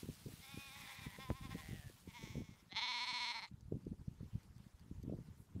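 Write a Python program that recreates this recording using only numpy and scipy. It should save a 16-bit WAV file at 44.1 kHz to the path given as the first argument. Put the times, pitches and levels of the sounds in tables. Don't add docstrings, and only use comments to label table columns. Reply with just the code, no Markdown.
import sys
import numpy as np
from scipy import signal
from scipy.fft import rfft, irfft, next_fast_len
from scipy.io import wavfile
from scipy.ndimage import uniform_filter1d, map_coordinates

SR = 44100
rng = np.random.default_rng(int(sys.argv[2]) if len(sys.argv) > 2 else 0)


def output_pcm(signal):
    pcm = np.clip(np.atleast_2d(signal).T, -1, 1) * 32767
    wavfile.write(sys.argv[1], SR, np.round(pcm).astype(np.int16))


def boost(x):
    u = np.asarray(x, float) / 20
    return 10 ** u


N = 246959
SIZE = 1024

# (time [s], pitch [Hz], level [dB], mouth opening [0-1])
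LONE_CALL = [
    (2.725, 187, -49.5, .65),
    (2.739, 166, -60, .75),
    (2.767, 214, -38, .9),
    (2.84, 236, -40, .97),
    (2.9, 243, -41.5, 1),
    (2.97, 237.5, -42, 1),
    (3.21, 239.5, -41.7, 1),
    (3.3, 232, -41.5, 1),
    (3.44, 203, -46.5, .92),
]
FIRST_CALL = [(.44, 270, -60, 0.7), (.52, 276.1, -58, 0.82), (.63, 275.5, -59, 1),
              (.72, 271.4, -57.5, 0.77), (.79, 283.3, -59.5, 0.92), (.9, 269.2, -58.5, 0.7),
              (1.0, 273.5, -59.5, 0.98), (1.05, 259.3, -58, 0.79)]
HOARSE_CALL = [(.76, 218.4, -59.5, 0.72), (.82, 219.6, -58, 0.86), (.9, 208.7, -57.5, 0.54),
               (.98, 205.2, -60, 0.72), (1.155, 206.9, -59, 0.63)]
NEAR_CALL = [(1.2, 263.2, -54.5, 0.49), (1.23, 270, -53, 0.62), (1.28, 250, -62.5, 0.63),
             (1.38, 269.7, -59.5, 0.82), (1.52, 265.5, -53, 0.67), (1.596, 269.4, -56.5, 0.7)]
FAR_CALL = [(1.52, 158, -63, 0.9), (1.62, 157, -63, .9), (1.69, 158, -63, 1), (1.76, 160, -63, 0.85),
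            (1.82, 148, -67, .77), (1.87, 145, -69, 0.72)]
FADING_CALL = [(2.085, 224, -63, .9), (2.145, 236, -58, 1), (2.17, 241, -56, 1), (2.19, 224, -57.5, 1),
               (2.27, 224.5, -58, 1), (2.4, 222, -65, 1), (2.6, 208, -75, .9)]

# (time [s], level drop [dB])
LONE_CATCH = [(2.8034, 5), (2.8662, 3.5), (2.9272, 1.3), (2.9927, 0.5), (3.0579, 6), (3.1226, 3.5),
              (3.1901, 2), (3.2579, 1.5), (3.3295, 6), (3.408, 7), (3.462, 5.5)]
FIRST_CATCH = [(s, 3.1) for s in (.466, .56, .701, .83, .863, .941, .995)]
HOARSE_CATCH = [(.788, 4.4), (.861, 8.7), (.944, 8), (1.02, 7), (1.1, 6.7)]
NEAR_CATCH = [(1.33, 6), (1.408, 8.7), (1.484, 15.6), (1.555, 21)]
FAR_CATCH = [(1.629, 1), (1.72, 1.5), (1.81, 1.5)]
FADING_CATCH = [(2.121, 11), (2.263, 3.6), (2.289, 1.2), (2.328, 1.6), (2.361, 2.6), (2.43, 2.5),
                (2.496, 1.9), (2.57, 10)]

# (width [s], added width [s/dB], pitch drop [share], added drop [share/dB])
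LONE_QUAVER = (.0098, .0008, .048, .0082)
FIRST_QUAVER = (.012, 0.0022, .033, 0.00076)
HOARSE_QUAVER = (0.021, 0.0005, .058, 0.0013)
NEAR_QUAVER = (0.019, 0.000429, 0.031, 0.00115)
FAR_QUAVER = (0.0081, 0.0055, 0.021, 0.014)
FADING_QUAVER = (0.0077, 0.00087, 0.052, 0.0033)

# (frequency [Hz], width [Hz], level [dB], sinking with a shut mouth [share])
LONE_THROAT = [(234, 160, -20.5, 0.055), (974, 57.5, 3.5, 0.52), (1297, 94, -11, .3), (2214, 160, 2, 0.16),
               (3525, 380, 2, 0.077), (4200, 250, 2.5, 0.05), (5280, 490, -11.5, 0.25),
               (6300, 160, -11.5, 0.045), (6900, 400, -47, .05), (8300, 500, -47, .05),
               (10570, 85, -23.5, 0.028)]
FIRST_THROAT = [(980, 155, -3.5, 0.23), (1540, 320, -12.5, 0.16), (2503, 140, 0.5, 0.34),
                (3620, 320, -5, 0.055), (5330, 850, -16, .03)]
HOARSE_THROAT = [(1003, 160, 9.5, 0.14), (2155, 280, 12, 0.19), (3670, 780, -1.5, 0.046)]
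NEAR_THROAT = [(1068, 76, 12.5, 0.22), (2230, 730, -2, 0.19), (3640, 210, -1.5, 0.093),
               (5100, 520, -11, 0.026)]
FAR_THROAT = [(725, 87, 4.5, 0.2), (2034, 140, 7, 0.45), (2820, 1180, -4, .05)]
FADING_THROAT = [(982, 58, 2.5, 0.12), (2180, 170, -1, 0.071), (3420, 410, -8.5, 0.1),
                 (5560, 1600, -9.5, 0.035)]
# (frequency [Hz], width [Hz], depth [dB])
LONE_HOLLOWS = [(4700, 300, 14), (6600, 250, 7), (7600, 350, 10), (8300, 3000, 8), (9600, 450, 5),
                (13000, 1300, 12), (17000, 6000, 30)]

# (time [s], swing [share])
TURN = [(2.75, 0.22), (2.86, 0.14), (2.93, 0.7), (3.1, 1.07), (3.45, 0.97)]
# (frequency [Hz], level [dB])
FACING = [(2600, 1), (3400, -4), (4300, 2.5), (6300, 1), (7200, 6), (8400, 16.5), (9000, 3), (10500, 3),
          (11800, 6.5)]
PURSED = [(2.7, 3.5), (2.72, 0)], [(2500, -2.5), (3000, -12), (3600, -1.5)]
MUFFLED = [(2.745, 2), (2.765, 0.5)], [(700, -1.5), (1500, 1), (4500, -1), (5200, -1.5)]
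TIRING = [(3.3, 0), (3.37, 1)], [(1000, 2), (1700, 2.5), (2600, -2.5), (3500, -8), (4300, -1), (5600, -1.5),
          (6300, -5), (12000, 1.5)]
TURNING = [(2.16, 3.5), (2.23, 1)], [(4500, -1.5), (5200, -3.5)]
NARROWED = [(2.18, 0.5), (2.2, 2.5)], [(700, -0.5), (980, -2), (1400, -1)]
LIFTED = [(1.69, -0.5), (1.74, 0.5), (1.82, -0.3)], [(2300, -3.5), (3000, 7), (4000, -5)]

ONSET_DB, RELEASE_DB, ONSET_FLAT = 18, 13, .035
OPENING_HZ, MOST_SLACK_DB = 500, 3.5
WANDER, DULLING = .006, .09

# (time [s], peak [dB], frequency [Hz])
EDDIES = [(0.033, -39.5, 247.0), (0.045, -40.5, 122.0), (0.089, -35, 205), (0.098, -37, 145.0),
          (0.27, -36.5, 147), (0.576, -39, 205), (0.585, -43, 85.0), (1.068, -33, 200), (1.294, -40.5, 121),
          (1.31, -29.5, 102), (1.405, -49, 59.6), (1.444, -42, 122.0), (1.466, -43, 84), (1.513, -46, 85.0),
          (1.551, -35.5, 172), (1.691, -38, 172), (1.712, -38.5, 84), (1.732, -34.5, 122.0),
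          (1.796, -42.5, 101), (1.872, -42, 86), (2.078, -44.5, 210), (2.24, -38, 173.0), (2.357, -37, 144),
          (2.37, -34, 146), (2.383, -32.5, 175), (2.409, -41, 212), (2.422, -42.5, 103),
          (3.543, -42.5, 103), (3.685, -43.5, 105), (3.724, -28.5, 293), (3.737, -39, 122.0),
          (3.746, -33.5, 102), (3.756, -35, 147), (3.769, -37.5, 173.0), (3.869, -39, 240),
          (3.911, -43, 102.0), (3.92, -35, 169), (4.083, -30.5, 121), (4.211, -37, 103), (4.232, -38, 169),
          (4.247, -45, 85.0), (4.347, -41, 101), (4.356, -28.5, 122), (4.365, -46, 72.0),
          (4.915, -36.5, 178), (4.924, -46, 60.0), (4.984, -41, 86), (4.998, -40.5, 102.0), (5.03, -43, 86),
          (5.051, -41, 205), (5.08, -37.5, 173.0), (5.1, -37, 145.0), (5.115, -39, 142),
          (5.127, -40, 207.0), (5.147, -43, 172.5), (5.555, -38, 121), (5.564, -34.5, 148),
          (5.584, -40.5, 173.0),
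          (0.07, -49, 122.0), (0.26, -43, 121), (0.339, -43.5, 145.0), (0.545, -42, 172),
                (0.991, -46.5, 125), (1.021, -47, 122.0), (1.078, -44, 103), (1.188, -45, 240),
                (1.323, -40, 58.9), (1.351, -44, 102.0), (1.413, -41, 145.0), (1.425, -41, 85.0),
                (1.455, -40.5, 175), (1.495, -41, 180), (1.529, -39.5, 123), (1.561, -43, 173.0),
                (1.658, -46, 60.0), (1.72, -42, 122.0), (1.752, -41.5, 175), (1.847, -46.5, 101),
                (1.863, -44, 120), (2.089, -43, 102.0), (2.307, -44.5, 85.5), (2.347, -44, 172),
                (2.397, -44, 60.3), (2.493, -41.5, 145.0), (3.13, -47.5, 178), (3.516, -45, 151.2),
                (3.526, -48, 125), (3.66, -46, 60.4), (3.79, -48, 145.0), (3.878, -38, 145.0),
                (3.901, -50, 102.0), (3.93, -44, 247.0), (3.939, -43, 72.0), (3.996, -47, 60.0),
                (4.016, -40.5, 105), (4.092, -58, 103), (4.116, -45, 144), (4.262, -45, 85.0),
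                (4.335, -41, 102.0), (4.381, -43.5, 102.0), (4.506, -47, 60.0), (4.566, -45, 122.0),
                (4.604, -45, 121), (4.668, -44.5, 147), (4.747, -47, 59.7), (4.956, -46, 72.0),
                (5.039, -41, 145.0), (5.064, -42, 147), (5.138, -41.5, 207.0), (5.167, -47, 85.0),
                (5.189, -42.5, 144), (5.287, -45, 147), (5.303, -44.5, 85.0), (5.314, -45.5, 86),
                (5.403, -47.5, 103), (5.573, -43, 101), (5.598, -48, 242)]
# (time [s], peak [dB], frequency [Hz])
FLICKS = [(0.035, -51.5, 380.0), (0.057, -48, 328), (0.089, -44, 368), (0.096, -52, 328), (0.263, -40, 323),
          (0.272, -58, 332), (0.283, -53, 383), (0.577, -47.5, 380.0), (1.068, -44, 332.2),
          (1.19, -45, 433), (1.292, -53, 330.0), (1.314, -36.5, 328), (1.547, -53, 383),
          (1.556, -42.5, 372), (1.69, -53, 330.0), (1.711, -47, 324), (1.733, -52, 380.0),
          (1.741, -46, 327), (1.756, -57.5, 378), (2.077, -50.5, 368), (2.23, -47.5, 372),
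          (2.238, -50.5, 380.0), (2.276, -52, 380.0), (2.356, -42.5, 430), (2.37, -56, 380.0),
          (2.377, -41, 380), (2.407, -42, 328), (2.419, -50, 493), (3.719, -53, 330.0), (3.73, -68, 330.0),
          (3.743, -47, 330.0), (3.754, -47, 380.0), (3.762, -61, 331), (3.771, -52, 380.0),
          (3.87, -42.5, 324), (3.918, -66, 330.0), (3.93, -62, 380.0), (4.081, -53, 306), (4.208, -52, 374),
          (4.231, -60, 380.0), (4.357, -54, 322), (4.914, -54, 326), (5.037, -48, 330.0),
          (5.05, -66, 380.0), (5.073, -52, 326), (5.083, -44, 330.0), (5.098, -39.5, 462),
          (5.125, -39.5, 430.0), (5.136, -42.5, 490.0), (5.15, -47, 330.0), (5.169, -54.5, 330.0),
          (5.188, -49.5, 380.0), (5.555, -50.5, 330.0), (5.563, -44.5, 326), (5.585, -53, 332),
          (5.599, -45, 380.0)]
# (start [s], length [s], peak [dB])
FLURRIES = [(0.146, 0.023, -55), (0.288, .04, -44.5), (0.803, 0.079, -48.5), (1.9, 0.018, -47.5),
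            (2.195, 0.037, -49.5), (2.252, 0.044, -55), (2.513, .03, -46.5), (2.629, 0.065, -53.5),
            (2.729, 0.022, -45.5), (2.82, 0.038, -54.5), (3.205, .02, -57), (3.63, 0.011, -46),
            (3.836, .01, -49), (4.864, .04, -49), (5.205, .01, -58), (5.257, 0.011, -57)]
# (time [s], peak [dB], frequency [Hz])
SLAP = (1.3032, -13, 185)
# (frequency [Hz], density [dB per Hz])
SPRAY = [(30, -32), (100, 1.5), (250, -0.5), (500, -19), (900, -31.5), (1400, -46), (2500, -120)]
# (time [s], level [dB])
BUFFET = [(0, -66), (.28, -64), (.78, -68.5), (1.53, -55), (1.72, -60), (1.87, -65.5), (2.11, -69),
          (2.32, -58), (2.85, -78), (3.35, -76.5), (3.59, -65), (3.8, -60.5), (4.3, -61.5), (4.7, -68),
          (5.12, -57), (5.3, -63.5), (5.6, -64)]
# (frequency [Hz], density [dB per Hz])
RUMBLE = [(15, -29), (25, 0.5), (98, 7), (195, 0.5), (509, -20), (677, -49), (900, -21.5), (1170, -49),
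          (1980, -120)]
SHED_S, SHED_SCATTER, WEAKER_DB = 0.019, 0.39, 5.5
SMALL_HZ, SMALL_SPREAD, HZ_PER_DB = 145, 0.34, 2.5

# (time [s], peak [dB], rebound [dB])
TICKS = [(3.6084, -60, -8), (3.7743, -70, -12), (3.8513, -61, -10), (3.8876, -68, -12), (4.141, -66, -10),
         (4.2627, -69, -12), (4.4322, -60, -10), (4.5633, -66, -12), (4.581, -57, -12), (4.7953, -58, -6),
         (4.809, -65, -12), (5.029, -56, 0), (5.3787, -66, -12)]
# (frequency [Hz], level [dB], t60 [s])
HOUSING = [(2100, -4, .006), (3500, -6, .004), (4700, 0, .006), (6100, -1, .006), (7800, -4, .005),
           (9800, -8, .004), (11700, -6, .005)]

# (time [s], level [dB])
TRAMPLE = [(0.0, -62.5), (0.11, -65), (0.66, -62), (1.49, -69.5), (1.6, -65), (2.37, -76), (2.68, -108)]
# (frequency [Hz], density [dB per Hz])
GRASS = [(350, -53), (600, -2.5), (941, -4.5), (1400, -1.5), (3120, 2.5), (6690, -1.5), (9270, -1),
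         (15600, -5)]
# (time [s], level [dB])
HUSH = [(0, -84), (2.6, -84), (2.78, -91), (3.48, -91)]
# (time [s], level [dB])
BREEZE = [(3.55, -89.5), (4.24, -86), (5.6, -86)]
# (frequency [Hz], density [dB per Hz])
FIELD = [(200, -30), (350, -8), (800, -11), (930, -9), (2300, -15), (6700, -19), (12800, -24), (15600, -28)]


def lone_lamb():
    fading = bleat(voiced(FADING_CALL, onset_s=.02), quaver(FADING_CATCH, FADING_QUAVER), FADING_THROAT,
                   [LONE_HOLLOWS[0], (10500, 5000, 12)], [TURNING, NARROWED],
                   jitter=.004, shimmer_db=1.2, breath=.07)
    loud = bleat(voiced(LONE_CALL, onset_s=.032, sag=.13, lips=1), quaver(LONE_CATCH, LONE_QUAVER),
                 LONE_THROAT, LONE_HOLLOWS, [(TURN, FACING), PURSED, MUFFLED, TIRING],
                 jitter=.003, shimmer_db=.7, breath=.04, overshoot=.7, damp=2.5)
    t = np.arange(N) / SR
    air = rush([(600, -40), (1250, -1), (1600, -16), (2100, 0), (3200, -8), (4300, -2), (5600, -18),
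                (7300, -10), (10000, -40)], patchy_db=2)
    gasp = boost(-65) * np.exp(-((t - 3.479) / .009) ** 2) * air
    return meadow(fading + boost(-2.0) * loud, wet_db=-22, t60=.1) + gasp


def flock():
    first = bleat(voiced(FIRST_CALL, release_s=.018), quaver(FIRST_CATCH, FIRST_QUAVER), FIRST_THROAT,
                  jitter=0.005, breath=0.07)
    hoarse = bleat(voiced(HOARSE_CALL, release_s=.02), quaver(HOARSE_CATCH, HOARSE_QUAVER), HOARSE_THROAT,
                   jitter=.03, shimmer_db=1.5, breath=.28, uneven_db=1.2)
    near = bleat(voiced(NEAR_CALL, onset_s=.022, release_s=.018), quaver(NEAR_CATCH, NEAR_QUAVER),
                 NEAR_THROAT, jitter=.003, breath=.07, damp=2.5)
    far = bleat(voiced(FAR_CALL, onset_s=.04, release_s=.04), quaver(FAR_CATCH, FAR_QUAVER), FAR_THROAT,
                colours=[LIFTED], jitter=.006, shimmer_db=1.1, breath=.14, uneven_db=1.5)
    return meadow(first + hoarse + near + boost(1.5) * far, wet_db=-15, t60=.15)


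def bleat(call, catches, throat, hollows=(), colours=(), jitter=.004, shimmer_db=-0.7, breath=.08,
          overshoot=0.27, damp=0.31, uneven_db=0):
    s, pitch, level, mouth = np.transpose(call)
    t = np.arange(s[0], s[-1], 1 / SR)
    sag, drop_db = larynx_catches(t, catches, overshoot)
    cycles = np.cumsum(np.interp(t, s, pitch) * (1 - sag)) / SR
    luck = rng.standard_normal((int(cycles[-1]), 2))
    times = np.interp(np.arange(len(luck)) + jitter * luck[:, 0], cycles, t)
    slack = np.interp(times, t, drop_db)[:, None]
    shut = 1 - np.clip(np.interp(times, s, mouth), 0, 1)[:, None] + .012 * slack
    deep = np.clip(slack - MOST_SLACK_DB, 0, MOST_SLACK_DB)
    tract = throat_response(times, throat, hollows, colours, slack, shut, deep, damp)
    rings = irfft(tract * glottal_pulses(times, breath, deep))
    rings *= np.minimum(1, np.arange(SIZE, 0, -1) / (SIZE // 4))
    rings /= np.sqrt(np.median(np.sum(rings ** 2, 1)) * np.mean(pitch) / SR)
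    alternation = uneven_db * (-1) ** np.arange(len(luck))
    loudness = np.interp(times, s, level) + shimmer_db * luck[:, 1] + alternation
    return scatter(times - SIZE // 16 / SR, rings * boost(loudness)[:, None] * boost(-.8 * slack))


def larynx_catches(t, catches, overshoot):
    sag, drop_db = np.zeros(len(t)), np.zeros(len(t))
    for at, width, share, db in catches:
        u = (t - at) / width
        u = np.where(u > 0, u / 1.14, u)
        spring = overshoot * np.exp(-2 * (abs(u) - 1.53) ** 2)
        sag += share * (np.exp(-u ** 2) - spring)
        drop_db += db * np.exp(-(1.66 * (u - .12)) ** 2)
    return sag, drop_db


def throat_response(times, throat, hollows, colours, slack, shut, deep, damp):
    f = np.fft.rfftfreq(SIZE, 1 / SR)
    power = 1e-9
    for hz, width, db, sink in throat:
        drift = WANDER * wobble(16)[(times * SR).astype(int), None]
        centre = hz * (1 - sink * shut - .01 * deep + drift)
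        leak = damp * np.minimum(slack, MOST_SLACK_DB) * min(1, 1000 / hz) ** 2 / 6
        wide = width * (1 + leak + deep / 5) * (1 - .75 * shut)
        ring = (boost(db) * width * f) ** 2 / ((centre * centre - f * f) ** 2 + (f * wide) ** 2)
        power = power + ring / (1 + ((f - centre) / (6 * width)) ** 2)
    gain = np.log(power) / 2 - DULLING * slack * np.exp(-20 * (f / 6200 - 1) ** 2)
    for hz, width, db in hollows:
        gain = gain - np.log(boost(db)) / (1 + ((f - hz) / width * 2) ** 2)
    for share, change in colours:
        tilt = np.log(boost(np.interp(f, *np.transpose(change))))
        gain += np.interp(times, *np.transpose(share))[:, None] * tilt
    cepstrum = irfft(gain)
    cepstrum[:, 1:SIZE // 2] *= 2
    cepstrum[:, SIZE // 2 + 1:] = 0
    return np.exp(rfft(cepstrum))


def glottal_pulses(times, breath, deep):
    f = np.fft.rfftfreq(SIZE, 1 / SR)
    late = times * SR - np.round(times * SR) + SIZE // 16
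    opening = -((1 + 1j * f / OPENING_HZ) / (1 - 1j * f / OPENING_HZ)) ** 2
    snap = opening * np.exp(-2j * np.pi * f * late[:, None] / SR)
    puff = rng.standard_normal((len(times), SIZE)) * np.exp(-np.arange(SIZE) / (SR * 0.0036))
    hiss = f * f / (f * f + OPENING_HZ ** 2) + (f / 3500) ** 2
    return snap + breath * (1 + deep) * hiss * rfft(puff) / 6


def voiced(call, onset_s=.035, release_s=0.0325, sag=0.04, lips=0.32):
    u = np.linspace(0, 1, num=7)[1:, None]
    first, last = np.array(call[0]), np.array(call[-1])
    start = first - [onset_s, ONSET_FLAT * first[1], ONSET_DB, lips * first[3]]
    end = last + u * [release_s, -sag * last[1], 0, -.1 * last[3]]
    end = end - u ** 3 * [0, 0, RELEASE_DB, 0]
    return np.vstack([start, call, end])


def quaver(catches, law):
    width, per_db, share, share_per_db = law
    return [(s, width + per_db * db, share + share_per_db * db, db) for s, db in catches]


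def meadow(x, wet_db, t60):
    t = np.arange(SR // 3) / SR
    tail = rng.standard_normal(len(t)) * boost(-60 * t / t60) * (t > .004)
    return x + boost(wet_db) * signal.fftconvolve(x, tail / np.linalg.norm(tail))[:N]


def wind():
    s, db, hz = np.vstack([EDDIES, FLICKS, flurries()]).T[:, :, None]
    t = np.arange(-SIZE * 2, SIZE * 2) / SR
    luck = rng.uniform(0, 1, (len(s), 2))
    length = 0.36 + 0.081 * luck[:, :1] + 0.26 * (hz > 320)
    swell = boost(db) * np.exp(-abs(t * hz / length) ** 2)
    eddies = swell * np.sin(2 * np.pi * (hz * t + luck[:, 1:]))
    eddies -= eddies.sum(1, keepdims=True) * np.exp(-(t / 0.0045) ** 2) / (0.023 * SR * np.sqrt(np.pi))
    wake = boost(db - 22) * (np.minimum(hz, 215) / 160) ** 3 * np.exp(-abs(t) / np.where(t < 0, .005, .012))
    spray = scatter(s[:, 0] + t[0], wake) * rush(SPRAY, patchy_db=-1.5)
    u = (np.arange(N) / SR - SLAP[0]) * SLAP[2]
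    slap = boost(SLAP[1]) * np.exp(-abs(u / np.where(u < 0, .09, .4)) ** 2) * np.sin(2 * np.pi * u)
    lumps = boost(2.8 * wobble(25))
    buffeting = boost(curve(BUFFET) + 1.3) * unit(lumps * rush(RUMBLE, patchy_db=2.5))
    return scatter(s[:, 0] + t[0], eddies) + spray + slap + buffeting


def flurries():
    start, length, db = np.transpose(FLURRIES)[:, :, None]
    luck = rng.uniform(0, 1, (len(start), 2, 10))
    order = np.arange(10)
    after = SHED_S * (order + SHED_SCATTER * (luck[:, 0] - .5) * (order > 0))
    shortfall = WEAKER_DB * (1 + np.log(luck[:, 1] * .9 + .1))
    size = db + shortfall * np.clip(length / SHED_S - .6, 0, 1)
    hz = (SMALL_HZ + HZ_PER_DB * (size + 45)) * np.exp(SMALL_SPREAD * rng.standard_normal(size.shape))
    return np.stack([start + after, size - WEAKER_DB * (length > SHED_S), hz], -1)[after <= length]


def ticks():
    s, db, rebound_db = np.transpose(TICKS)[:, :, None]
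    t = np.arange(SIZE) / SR
    luck = rng.standard_normal((len(s), len(HOUSING)))
    tap = np.zeros((len(s), SIZE))
    for k, (hz, level, t60) in enumerate(HOUSING):
        decay = boost(level + 2.5 * luck[:, [k]] - 60 * t / t60)
        tap += decay * np.sin(2 * np.pi * hz * t * (1 + .02 * luck[:, [k - 1]]))
    tap += .7 * rng.standard_normal(tap.shape) * boost(-60 * t / .006)
    tap = boost(db - 2.5) * tap * (1 - np.exp(-t / .0003))
    return scatter(s[:, 0], tap) + scatter(s[:, 0] + 0.0044, boost(rebound_db) * tap)


def grass():
    crackle = boost(1.2 * wobble(300) + 1.04 * wobble(30.4))
    trample = boost(curve(TRAMPLE + [(2.75, -100)]) + 1.0) * unit(crackle * rush(GRASS, patchy_db=1.5))
    breeze = boost(curve(HUSH + BREEZE) + 10.5 + 1.0 * wobble(9.9)) * rush(FIELD, patchy_db=2.2)
    t = np.arange(N) / SR
    swish = rush([(4000, -30), (8000, -4), (11000, 0), (15000, -8)], patchy_db=1.5)
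    tuft = boost(-76.5) * np.exp(-((t - 5.41) / 0.047) ** 2) * swish
    return trample + breeze + tuft


def rush(spectrum, patchy_db):
    z = signal.stft(rng.standard_normal(N + 512), SR, nperseg=512)[2]
    patches = uniform_filter1d(uniform_filter1d(rng.standard_normal(z.shape), 12, 0), 5, 1)
    x = signal.istft(z * boost(patchy_db * unit(patches)), nperseg=512)[1][:N]
    hz, level = np.transpose(spectrum)
    m = next_fast_len(N + 8192)
    colour = boost(np.interp(np.log(np.fft.rfftfreq(m, 1 / SR) + 1), np.log(hz), level))
    return unit(irfft(rfft(x, m) * colour, m)[:N])


def scatter(times, grains):
    at = np.round(times * SR).astype(int)[:, None] + np.arange(grains.shape[1])
    ok = (at >= 0) & (at < N)
    return np.bincount(at[ok], grains[ok], N)


def curve(rows):
    return np.interp(np.arange(N) / SR, *np.transpose(rows))


def wobble(rate):
    return map_coordinates(rng.standard_normal(int(N * rate / SR) + 4), [np.arange(N) * rate / SR])


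def unit(x):
    return x / np.sqrt(np.mean(x ** 2) + 1e-20)


def scene():
    return (lone_lamb() + flock() + wind() + ticks() + grass())[None]


def band_limit(x):
    return signal.sosfilt(signal.butter(12, 15720, fs=SR, output="sos"), x)


def record(dry):
    ceiling = np.where(np.arange(N) < 2.1 * SR, .0275, 1)
    x = np.clip(dry, -ceiling, ceiling)
    m = next_fast_len(N + SIZE)
    f = np.fft.rfftfreq(m, 1 / SR)
    low_cut = 1j * f / (44 + 1j * f)
    x = irfft(rfft(x, m) * (f < 15720) * low_cut, m)[:, :N]
    return band_limit(x)


dry = scene()
out = record(dry)
output_pcm(out)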